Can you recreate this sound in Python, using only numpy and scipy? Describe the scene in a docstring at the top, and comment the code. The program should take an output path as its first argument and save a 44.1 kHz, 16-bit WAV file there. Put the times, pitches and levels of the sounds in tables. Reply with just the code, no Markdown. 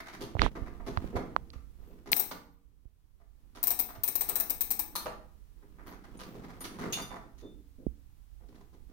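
"""A wall clock is worked by hand in a hard-walled room. First fingers tap and rub the housing of the
hand-held microphone, close and dry, while hands bump the wooden case and sleeves rustle. At two seconds
a pawl snaps over three teeth of a wheel; after a lull it runs over fifteen more. Near five seconds a
latch drops and the wheels clunk against their stop. Then a steel lever clinks and dry pivots squeak
among further bumps; a last tap and a few light knocks end the scene."""
import sys
import numpy as np
from scipy import signal
from scipy.fft import rfft, irfft, next_fast_len
from scipy.io import wavfile
from scipy.ndimage import uniform_filter1d

SR = 44100
rng = np.random.default_rng(int(sys.argv[2]) if len(sys.argv) > 2 else 0)


def waveform_to_disk(signal):
    """Save audio, clipped to [-1, 1], as 16-bit WAV at the path in sys.argv[1]."""
    frames = np.transpose(np.atleast_2d(signal))
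    scaled = np.clip(frames, -1, 1) * 32767
    samples = np.round(scaled).astype(np.int16)
    wavfile.write(sys.argv[1], SR, samples)


N = 393416
TIME = np.arange(N) / SR

# Pawl snaps, one per tooth. Each row: start in seconds, level in dB, share reaching the frame in dB.
PAWL_SNAPS = [(2.1175, -17.5, -22), (2.165, -17.5, -24.5), (2.197, -18, -25), (3.6295, -18, -27),
              (3.671, -16.5, -27), (3.705, -17, -26), (3.7907, -17, -27), (4.035, -19.5, -27),
              (4.0777, -19, -25), (4.1542, -17, -27.5), (4.209, -19.5, -24.5), (4.289, -18, -26.5),
              (4.356, -17.5, -26.5), (4.4003, -18, -27), (4.4976, -17.5, -26), (4.608, -18, -27.5),
              (4.7052, -17, -27.5), (4.793, -17.5, -26)]
# Contacts within one snap. Each row: delay in seconds, relative level in dB.
PAWL_BOUNCES = [(0, 2), (.0016, -1.5), (.006, 1), (.008, -1), (.0104, -2)]
# Spectrum of the pawl. 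Each row: frequency in Hz, spectral level in dB.
PAWL_SPECTRUM = [(2000, -29.5), (3200, -32), (4300, -18.5), (5400, -20.5), (7200, -20), (8300, -11.5),
                 (9500, -10.5), (11500, -11.5), (12900, -7.5), (13800, 4), (15500, -0.5), (16300, -27)]
# The frame that carries the pawl. Each row: resonance in Hz, bandwidth in Hz, level in dB.
FRAME_RESONANCES = [(280, 44, 0.5), (365, 70, -7.5), (456.3, 28, 2), (794, 130, 0), (1005, 40, -4.5),
                    (1170, 40, -6.5), (1253, 29, -4), (1670, 85, -7.5), (2300, 450, -7), (3925, 210, -2),
                    (4580, 33, -16), (5580, 84, 1.5), (6300, 420, -4)]
# Modes of the toothed wheel. Each row: frequency in Hz, level in dB, t60 in seconds.
WHEEL_MODES = [(8215, -9, .13), (8290, 0, .055), (9275, -15, .15), (10200, -14, .12), (12200, -11, .08),
               (12900, -13, .08), (13727, 3, .1), (13825, -1, .08), (14341, -5, .08), (14594, -6, .1),
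               (14842, -9, .07), (15429, -4, .07), (15638, -6, .07)]

# Hands, key and levers bump the case. Each row: start and length in seconds, thud and knock levels
# in dB, frequency that the knock excites most in Hz, scrape level in dB.
CASE_BUMPS = [(0.002, 0.0065, -48.5, -29.5, 1840, -51), (0.061, 0.035, -55, -33.5, 1740, -54),
              (0.13, 0.029, -53.5, -35, 1620, -53), (0.208, 0.028, -36.5, -33.5, 1030, -45.5),
              (0.5524, 0.025, -38.5, -32.5, 1110, -59.5), (0.66, 0.025, -46.5, -37, 1360, -65),
              (0.798, 0.013, -50, -38.5, 796, -86), (0.864, 0.036, -33.5, -30, 1000, -50),
              (1.126, 0.026, -34.5, -39, 500, -80), (1.157, 0.022, -29.5, -23, 890, -49.5),
              (1.199, 0.028, -37, -46, 1000, -73), (1.25, 0.0073, -48, -51, 900, -79),
              (1.532, 0.0068, -51, -42, 1500, -60.5), (1.877, 0.068, -48, -63, 600, -80.5),
              (2.059, 0.032, -43, -37, 1200, -58), (2.311, 0.014, -42, -28, 1000, -45.5),
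              (3.2, 0.028, -71, -56, 800, -84.5), (3.55, 0.035, -48, -37.5, 1200, -54.5),
              (3.886, 0.027, -59, -36, 1100, -58), (3.95, 0.015, -52, -39.5, 1000, -59.5),
              (4.285, 0.031, -44, -31.5, 1140, -48), (4.355, 0.015, -54, -34, 1000, -66),
              (4.399, 0.013, -55, -34.5, 1050, -66), (5.624, .015, -55, -52.5, 1200, -84),
              (5.785, 0.043, -54, -44, 1384, -78.5), (5.864, 0.035, -46.5, -38.5, 1200, -60),
              (5.913, 0.029, -49, -39.5, 1190, -62), (6.039, 0.017, -58, -42, 1390, -64.5),
              (6.192, 0.044, -48, -37, 1240, -49.5), (6.347, 0.023, -42, -43.5, 700, -63.5),
              (6.434, 0.016, -54, -38, 1200, -62), (6.494, 0.02, -58, -41, 1500, -61.5),
              (6.608, 0.019, -47, -35.5, 1230, -52.5), (6.641, 0.017, -43, -31.5, 1520, -42.5),
              (6.787, 0.041, -38, -31, 1200, -51), (6.822, 0.043, -31, -29, 1410, -53.5),
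              (6.927, 0.017, -53, -38, 2210, -36), (6.964, 0.052, -39.5, -28, 1150, -47),
              (7.107, .06, -41.5, -29.5, 1040, -57.5), (7.219, 0.026, -51, -51, 880, -77),
              (7.381, 0.034, -67.5, -54.5, 1496, -63), (7.419, 0.045, -41.5, -48, 500, -87),
              (7.782, 0.051, -47, -81, 500, -97), (8.404, 0.04, -56.5, -55, 850, -85.5),
              (8.485, 0.01, -53.5, -57, 1196, -69.5), (8.553, .01, -68, -54.5, 1194, -67.5),
              (8.607, 0.0093, -60, -52.5, 900, -71), (8.73, 0.022, -56, -54.5, 1000, -72.5)]
# Spectra of a bump's thud and scrape. Each row: frequency in Hz, spectral level in dB.
THUD_SPECTRUM = [(60, -27.5), (120, -4), (190, -4), (280, 1.5), (460, -3), (600, -12.5), (900, -28.5)]
SCRAPE_SPECTRUM = [(1400, -11.5), (2600, -1), (4200, 1), (6300, -4), (8000, -12), (10000, -8.5),
                   (13500, -9.5), (16000, -15)]
# Wooden panels and small rattling steel parts. 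Each row: resonance in Hz, bandwidth in Hz, level in dB.
PANEL_RESONANCES = [(502.7, 82, -6), (680, 100, 2.5), (810, 140, 0.5), (1000, 48, -2.5), (1180, 98, -2),
                    (1290, 340, -2.5), (1720, 500, -8), (2090, 320, -3.5), (2370, 100, -8.5)]
RATTLE_RESONANCES = [(2980, 15, -4.5), (3190, 30, -3), (3525, 48, -4), (4460, 53, -6), (5746, 38, -8),
                     (6050, 77, -4.5), (6320, 52, -6.5), (6617, 49, -14.5)]
# Low modes of the wooden case. Each row: frequency in Hz, level in dB, t60 in seconds.
CASE_MODES = [(153, -13, 0.98), (186, -7, 0.25), (257.7, 3.5, 0.54), (287.5, -3, 1), (341, -2.5, 0.92),
              (468, -7.5, 0.95)]

# Blows of the latch, and of the wheel train on its stop. Each row: start in seconds, level in dB.
LATCH_BLOWS = [(4.954, -29.5), (4.959, -24.5), (4.964, -27.5)]
STOP_BLOWS = [(5.058, -33.5), (5.0616, -30), (5.067, -28)]
# The latch and the hollow of the case. 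Each row: resonance in Hz, bandwidth in Hz, level in dB.
LATCH_RESONANCES = [(960, 72, -6), (1130, 88, 5), (1267, 60, 4), (4160, 340, -0.5), (5280, 150, -16),
                    (6100, 130, -6), (9300, 180, -1), (10580, 420, -5.5), (11900, 350, 1.5),
                    (13470, 500, -0.5), (14000, 600, -7), (15500, 300, -5)]
HOLLOW_RESONANCES = [(364, 110, -3.5), (493, 72, 2), (614.6, 60, 2.5), (850, 116, 0.5), (1160, 110, 2),
                     (1357, 69, -2), (1900, 190, -11), (2410, 150, -15)]

# Touches on the steel lever. Each row: start in seconds, level in dB, frequency excited most in Hz.
LEVER_TOUCHES = [(5.868, -40.5, 13200), (6.173, -47.5, 9300), (6.606, -33.5, 9800), (6.79, -53, 9500),
                 (6.925, -27, 6640), (6.933, -31, 6500), (6.935, -22, 3350), (6.94, -32, 9800),
                 (7.022, -51.5, 10600), (7.385, -60.5, 5970)]
# The lever slides. Each row: middle and length in seconds, level in dB, centre of the hiss in Hz.
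LEVER_GRAZES = [(5.894, 0.065, -63.5, 12700), (6.185, 0.049, -70, 9400), (6.619, 0.051, -49.5, 11700),
                (6.934, .03, -44, 13200), (6.938, 0.04, -42, 2680), (7.025, .03, -50, 11400),
                (7.406, 0.059, -75.5, 11000)]
# Modes of the lever. Each row: frequency in Hz, level in dB, t60 in seconds.
LEVER_MODES = [(2842, -5, .15), (3564, -9, .28), (4790, -7, .14), (5776, -15, .1), (6013, -5, .12),
               (6450, -3, .04), (6621, -2, .15), (6690, -3, .12), (6850, -8, .03), (9152, -9, .2),
               (9232, -8, .28), (9300, -9, .12), (9625, -15, .06), (10590, -17, .08), (10990, -18, .08),
               (13300, -11, .1), (15600, -8, .08)]
# Dry pivots squeak. Each row: middle and length in seconds, level in dB, pitch in Hz,
# fractional rise of pitch at full pressure.
PIVOT_SQUEAKS = [(7.04, 0.13, -49, 3565, 0), (7.485, 0.2, -63.5, 3565, 0), (7.025, 0.027, -43, 4770, 0.008),
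                 (1.9, .3, -76, 12700, 0.07), (1.89, .14, -77, 13700, .045), (2.455, .1, -78, 12900, .02),
                 (2.535, .1, -78, 12900, .058), (6.3, 0.22, -66, 14150, 0.062),
                 (6.3, 0.23, -73, 12100, .045)]

# Fingers tap the microphone housing. Each row: start in seconds, tick level in dB, tick frequency in Hz,
# cutoff of the fingertip's muffling in Hz, crack level in dB, left minus right of tick and crack in dB,
# thump level in dB, thump frequency in Hz, thump t60 in seconds.
FINGER_TAPS = [(0.3521, -15, 605, 1500, -50, -18, -16, 93, 0.056),
               (0.368, -18.5, 800, 2500, -49, -17, -43, 90, 0.041),
               (0.394, -9.5, 2050, 7000, -38, -15, -8.5, 58.3, 0.063),
               (0.4181, -1, 1190, 9000, -9.5, -9.5, -15, 80, 0.037),
               (0.431, -10, 500, 5000, -39, -17, -20, 90, 0.061),
               (0.4632, -7, 1000, 2500, -44, -16, -28, 70, .06),
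               (0.62, -53, 300, 1500, -70, -15, -18, 71, 0.038),
               (0.9735, -9.5, 1150, 7000, -29.5, -6, -14.5, 83, 0.065),
               (1.043, -13.5, 285, 2000, -65, -28, -24, 74.5, 0.041),
               (1.154, -12, 328, 2000, -55, -5, -19, 88, 0.08),
               (1.3637, -2, 1120, 9000, -29.5, -23, -44, 60, 0.05),
               (1.503, -66, 3000, 9000, -34.5, -6, -53.5, 59.1, .07),
               (1.558, -72.5, 233, 3000, -56.5, -8.5, -27, 60, 0.07),
               (2.1312, -5, 2186, 12000, -4.5, 8, -28.5, 150, 0.025),
               (2.855, -41, 179.8, 2000, -81, -24, -30.5, 59.2, 0.05),
               (3.985, -48.5, 150, 600, -80, -23, -34.5, 100.7, 0.073),
               (7.8662, -2, 240, 640, -80, -25.5, -24.5, 57.7, 0.2)]
TICK_T60_S, CRACK_HZ, CRACK_T60_S = 0.0049, 4300, 0.005
# A finger slides over the housing. Each row: middle and length in seconds, level in dB.
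FINGER_SLIDES = [(.438, 0.14, -26)]
# Arm movements. Each row: middle and length in seconds, effort in dB.
ARM_MOVES = [(.45, 1.4, -47.5), (1.0, 0.47, -41.5), (1.3, 0.66, -50.5), (1.92, 0.62, -55),
             (4.08, 0.29, -61.5), (4.4, 2.63, -57), (5.05, 0.34, -48.5), (5.93, 1, -55), (6.42, 0.94, -45),
             (6.85, 0.4, -37), (7.06, 0.92, -55.5), (8.57, 0.21, -51.5), (8.92, 0.11, -53.5)]
# Spectra of the sliding finger, the sleeves, the holding hand, and the still room with microphone hiss.
# Each row: frequency in Hz, spectral level in dB.
SLIDE_SPECTRUM = [(40, 4), (130, -4.5), (400, -13), (1000, -23), (3500, -25), (5000, -39), (8000, -45),
                  (16000, -51)]
CLOTH_SPECTRUM = [(80, -5.5), (170, -1), (300, 0.5), (450, -6.5), (600, -15), (1100, -16.5), (2000, -24),
                  (5000, -34), (9000, -40), (16000, -40)]
GRIP_SPECTRUM = [(12, -2.5), (25, -4.5), (45, 2.5), (70, -6), (110, -16), (200, -28), (500, -60.5)]
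QUIET_SPECTRUM = [(30, -3), (150, -7.5), (280, -14.5), (500, -19), (1000, -17.5), (3000, -22), (8000, -25),
                  (16000, -22.5)]
LULL_MIDDLE_S, LULL_LENGTH_S, LULL_DB = 2.8, 1.8, -8   # the background dips once

# Reverberation of the room. Each row: frequency in Hz, t60 in seconds.
ROOM_DECAY = [(100, 1), (400, 0.43), (1100, 0.5), (2800, 0.39), (7300, 0.37), (14000, 0.32)]
# The left microphone port is bright, the right bassy. Each row: frequency in Hz, left minus right in dB.
PORT_BALANCE = [(30, -18), (60, -19), (110, 2), (200, -1.5), (2400, -1), (4400, -2.5), (6500, -3.5),
                (7900, 11), (9400, 0.5), (11000, 10), (13500, 30.5), (15000, 33.5)]
PORT_GAP_M, SOUND_SPEED_M_S, CUTOFF_HZ = 0.13, 343, 16200


def ratchet(room):
    """Impact excitation: the pawl slips off a tooth and bounces; wheel and frame ring on."""
    start, steel_db, frame_db = np.transpose(PAWL_SNAPS)
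    delay, bounce_db = np.transpose(PAWL_BOUNCES)
    times = start[:, None] + delay * (1 + .17 * rng.standard_normal((len(start), len(delay))))
    force_db = bounce_db + 2 * rng.standard_normal(times.shape)
    pawl = contacts(times, steel_db[:, None] + force_db, fade_s=0.0025)
    steel = from_db(-5) * colour(pawl, PAWL_SPECTRUM)
    jolts = contacts(times, (steel_db + frame_db)[:, None] + force_db, fade_s=0.0052)
    frame = from_db(2) * resonate(jolts, FRAME_RESONANCES, valley_db=-24.5, top_hz=8050)
    wheel = from_db(-38) * sum(from_db(db) * ring(pawl, hz, t60) for hz, db, t60 in WHEEL_MODES)
    return in_room(steel + wheel, room, wet_db=-6.7) + in_room(frame, room, wet_db=-1)


def case_bumps(room, count=6, size=4096):
    """Selective excitation: where a stumble of contacts lands decides which panel resonances sound."""
    start, length, thud_db, knock_db, centre_hz, scrape_db = np.transpose(CASE_BUMPS)
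    order = np.arange(count)
    delays = length[:, None] * order / count * rng.uniform(0.75, 1.3, (len(start), count))
    times = start[:, None] + delays
    force_db = 1 - 0.8 * order + 0.25 * rng.standard_normal(delays.shape)
    force_db -= 6 * np.exp(-delays / .005)   # the fingertip gives way at first
    blows = np.zeros((2, N + size))
    for k, onset in enumerate((start * SR).astype(int)):
        stumble = contacts(delays[k], knock_db[k] + force_db[k], fade_s=0.004, size=size)
        blows[:, onset:onset + size] += bandpass(stumble, centre_hz[k] / 1.6, centre_hz[k] * 1.6, order=1)
    knock = from_db(-6.5) * resonate(blows[:, :N], PANEL_RESONANCES, valley_db=-28.5, top_hz=3000)
    thud = from_db(-6) * colour(contacts(times, thud_db[:, None] + force_db, fade_s=0.017), THUD_SPECTRUM)
    scuffs = contacts(times, scrape_db[:, None] + force_db, fade_s=0.0046)
    rattle = resonate(scuffs, RATTLE_RESONANCES, valley_db=-5, top_hz=19100)
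    scrape = from_db(1) * colour(rattle, SCRAPE_SPECTRUM)
    low_ring = from_db(-13) * struck(CASE_MODES, start, thud_db, spread_db=-2).mean(axis=0)
    return in_room(thud + knock + scrape, room, wet_db=-1.5) + low_ring


def latch(room):
    """Heavy damping: the latch drops and bounces, and its modes die at once in a clack."""
    blows = contacts(*np.transpose(LATCH_BLOWS), fade_s=0.0037)
    return in_room(resonate(blows, LATCH_RESONANCES, valley_db=-23, top_hz=15000), room, wet_db=-0.5)


def wheel_stop(room):
    """Resonance: the stopped wheels jolt the case, which answers with a hollow clunk."""
    blows = contacts(*np.transpose(STOP_BLOWS), fade_s=0.0025)
    return in_room(resonate(blows, HOLLOW_RESONANCES, valley_db=-18.5, top_hz=5630), room, wet_db=-0.5)


def lever(room, grain_db=3):
    """Free vibration and friction: the lever clinks against its neighbours and hisses along them."""
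    start, blow_db, centre_hz = np.transpose(LEVER_TOUCHES)
    clinks = from_db(-5.5) * struck(LEVER_MODES, start, blow_db, spread_db=1.5, centres_hz=centre_hz)
    friction = diffuse() * from_db(grain_db * wander(600))
    grazes = 0
    for middle, length, db, hz in LEVER_GRAZES:
        hiss = bandpass(friction, hz / 1.15, hz * 1.15, order=4)
        grazes += swells([(middle, length, db)]) * hiss / hiss.std()
    return in_room(clinks + grazes, room, wet_db=-1.5)


def pivots(room, flutter_db=2, waver=.12, scratch=.25):
    """Friction sustains an unsteady tone in a dry pivot; pressure bends the thinnest squeaks upward."""
    squeaks = 0
    for middle, length, db, hz, rise in PIVOT_SQUEAKS:
        pressure = swells([(middle, length, 0)], power=0.89)
        bend = rise * (pressure + waver * wander(50) + scratch * wander(2000))
        phase = 2 * np.pi * np.cumsum(hz * (1 + bend)) / SR
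        squeaks += from_db(db + flutter_db * wander(150)) * pressure ** 2 * np.sin(phase)
    return in_room(squeaks, room, wet_db=-6.5)


def finger_taps(size=16384):
    """Structure-borne sound: the housing carries each tap to the ports as tick, crack and low thump."""
    out, click = np.zeros((2, N + size)), signal.unit_impulse(size)
    far_port_lag = int(SR * PORT_GAP_M / SOUND_SPEED_M_S)
    for start, tick_db, tick_hz, muffle_hz, crack_db, pan_db, thump_db, thump_hz, t60 in FINGER_TAPS:
        tick = bandpass(ring(click, tick_hz, TICK_T60_S), tick_hz / 2, 2 * tick_hz, order=1)
        snap = from_db(tick_db + 1) * tick - from_db(crack_db) * ring(click, CRACK_HZ, CRACK_T60_S)
        muffled = signal.sosfilt(signal.butter(3, muffle_hz, fs=SR, output="sos"), snap)
        sides = from_db([[pan_db / 2], [-pan_db / 2]])
        thump = from_db([[thump_db - 26], [thump_db]]) * ring(click, thump_hz, t60)
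        tap = muffled * sides / sides.max() + thump
        for port in range(2):
            onset = int(start * SR) + far_port_lag * int(sides[port, 0] < 1)
            out[port, onset:onset + size] += tap[port]
    return bandpass(out[:, :N], 18, 6800, order=4)


def finger_slide(grain_db=4.94):
    """Sliding friction: a finger draws rough, low noise from the housing."""
    friction = diffuse() * from_db(grain_db * rng.standard_normal(N))
    rub = swells(FINGER_SLIDES, power=2.36) * colour(friction, SLIDE_SPECTRUM)
    return ports(rub * from_db([[-9], [0]]))


def sleeves(room, grains_per_s=500, resting_db=-74.5):
    """Stick-slip friction: cloth catches and slips in tiny random grains, louder as the arms move."""
    energy = (rng.random(N) < grains_per_s / SR) * rng.exponential(1, N)
    friction = contacts(TIME[energy > 0], 10 * np.log10(energy[energy > 0]), fade_s=0.0038)
    effort = swells(ARM_MOVES) + from_db(resting_db)
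    return from_db(-6.5) * colour(in_room(effort * friction, room, wet_db=-5.5), CLOTH_SPECTRUM)


def grip(steady_db=-53, unsettle_db=-36, settle_s=0.98):
    """Relaxation: the holding hand rumbles more after each tap, then settles to a steady level."""
    start, *_, thump_db, _, _ = np.transpose(FINGER_TAPS)
    unrest = fading_power(start, thump_db + unsettle_db, settle_s)
    return np.sqrt(from_db(steady_db) ** 2 + unrest) * colour(rng.standard_normal((2, N)), GRIP_SPECTRUM)


def room_response(size=65536):
    """Reverberation: diffuse echoes build up within milliseconds and die sooner in the treble."""
    t, hz = TIME[:size], np.fft.rfftfreq(size, 1 / SR)
    echoes, tail = rfft(diffuse(size)), 0
    for centre, t60 in ROOM_DECAY:
        band = at_hz([(f, f == centre) for f, _ in ROOM_DECAY], hz)
        tail += irfft(echoes * band) * np.exp(-np.log(1000) * t / t60)
    tail *= 1 - np.exp(-t / 0.0014)
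    return tail / np.sqrt(np.sum(tail ** 2) / 2)


def in_room(x, room, wet_db):
    """Superposition of direct sound and reverberation."""
    return x + from_db(wet_db) * convolve(x, room)


def ports(x):
    """Frequency response: the two ports share the power unequally at each frequency."""
    responses = [causal(lambda hz: np.sqrt(2 / (1 + from_db(side * at_hz(PORT_BALANCE, hz)) ** 2)))
                 for side in (-1, 1)]
    return convolve(x, np.array(responses))


def contacts(times, levels_db, fade_s, size=N):
    """Broadband excitation: each contact starts countless modes at once, a brief burst of noise."""
    return np.sqrt(fading_power(times, levels_db, fade_s, size)) * diffuse(size)


def fading_power(times, levels_db, fade_s, size=N):
    """Exponential decay of power after each event; fade_s is the time constant of the amplitude."""
    energy = clicks_at(times, from_db(levels_db) ** 2, size)
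    return signal.lfilter([1], [1, -np.exp(-2 / (fade_s * SR))], energy + 1e-18)


def struck(modes, times, levels_db, spread_db, centres_hz=None):
    """Modal superposition: blows ring each mode by chance, most near their centre frequency if given."""
    out = np.zeros((2, N))
    for hz, mode_db, t60 in modes:
        reach = 1 if centres_hz is None else 1 / (1 + 20 * np.log2(hz / centres_hz) ** 2)
        for port in range(2):
            strength, polarity = rng.standard_normal((len(times), 2)).T
            gains = reach * from_db(levels_db + mode_db + spread_db * strength) * np.sign(polarity)
            out[port] += ring(clicks_at(times, gains), hz, t60)
    return out


def ring(clicks, hz, t60):
    """Damped oscillator: a unit click starts a decaying sine of height one."""
    decay, step = np.exp(-np.log(1000) / (t60 * SR)), 2 * np.pi * hz / SR
    return signal.lfilter([0, np.sin(step)], [1, -2 * decay * np.cos(step), decay ** 2], clicks + 1e-18)


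def resonate(x, peaks, valley_db, top_hz):
    """Forced response: white sound passes through a body's resonances at the same power."""
    def gain_at(hz):
        power = sum(from_db(db) ** 2 / (1 + ((hz - centre) / (width / 2)) ** 2)
                    for centre, width, db in peaks)
        band_limits = np.clip(hz / 200, 1e-3, 1) ** 2 / (1 + (hz / top_hz) ** 4)
        return np.sqrt(power + from_db(valley_db) ** 2) * band_limits
    response = causal(gain_at)
    return convolve(x, response / np.linalg.norm(response))


def colour(x, spectrum):
    """Spectral shaping of white sound at the same power; beyond the table it falls away."""
    def gain_at(hz):
        band_limits = np.clip((hz + 1) / spectrum[0][0], 0, 1) / np.maximum(hz / spectrum[-1][0], 1) ** 2
        return from_db(at_hz(spectrum, hz)) * band_limits
    response = causal(gain_at)
    return convolve(x, response / np.linalg.norm(response))


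def diffuse(size=N):
    """Diffuse field at two ports: noise that is coherent in the bass, unrelated in the treble."""
    padded = next_fast_len(size, True)
    coherence = np.sinc(2 * np.fft.rfftfreq(padded, 1 / SR) * PORT_GAP_M / SOUND_SPEED_M_S)
    mid, side = rfft(rng.standard_normal((2, padded)))
    spectra = np.sqrt((1 + coherence) / 2) * mid + np.sqrt((1 - coherence) / 2) * side * [[1], [-1]]
    return irfft(spectra, padded)[:, :size]


def swells(rows, power=2):
    """Envelope of one arch per gesture. Each row: middle and length in seconds, level in dB."""
    return sum(from_db(db) * np.cos(np.pi * np.clip((TIME - middle) / length, -.5, .5)) ** power
               for middle, length, db in rows)


def wander(rate_hz):
    """Smoothed random fluctuation with a spread of one."""
    width = int(SR / rate_hz)
    slow = uniform_filter1d(uniform_filter1d(rng.standard_normal(N), width), width)
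    return slow / slow.std()


def clicks_at(times, gains, size=N):
    """An impulse train."""
    return np.bincount(np.clip(np.ravel(times) * SR, 0, size - 1).astype(int), np.ravel(gains), size)


def causal(gain_at, size=8192):
    """Minimum-phase impulse response with the given gain at each frequency."""
    cepstrum = irfft(np.log(gain_at(np.fft.rfftfreq(size, 1 / SR)) + 1e-9))
    cepstrum[1:size // 2] *= 2
    cepstrum[size // 2 + 1:] = 0
    return irfft(np.exp(rfft(cepstrum)))


def convolve(x, response):
    """Convolution with an impulse response."""
    return signal.oaconvolve(np.atleast_2d(x), np.atleast_2d(response), axes=-1)[:, :N]


def bandpass(x, low_hz, high_hz, order):
    """Maximally flat band-pass filter."""
    return signal.sosfilt(signal.butter(order, [low_hz, high_hz], "band", fs=SR, output="sos"), x)


def at_hz(points, hz):
    """Interpolation on a log-frequency axis."""
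    known_hz, values = np.transpose(points)
    return np.interp(np.log(np.maximum(hz, 1)), np.log(known_hz), values)


def from_db(db):
    """Decibels to amplitude ratio."""
    return 10 ** (np.asarray(db) / 20)


def scene():
    """Superposition of clock and clothing in the room, handling at the microphone, and faint hiss."""
    room = room_response()
    clock = ratchet(room) + case_bumps(room) + latch(room) + wheel_stop(room) + lever(room) + pivots(room)
    airborne = clock + sleeves(room)
    lull = from_db(LULL_DB * swells([(LULL_MIDDLE_S, LULL_LENGTH_S, 0)], power=1))
    quiet = from_db(-72) * colour(diffuse(), QUIET_SPECTRUM)
    return ports(airborne + lull * grip()) + finger_taps() + finger_slide() + lull * quiet


def record(dry):
    """Clipping at full scale, then a steep low-pass filter."""
    return signal.sosfilt(signal.ellip(10, .2, 80, CUTOFF_HZ, fs=SR, output="sos"), np.clip(dry, -1, 1))


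dry = scene()
out = record(dry)
waveform_to_disk(out)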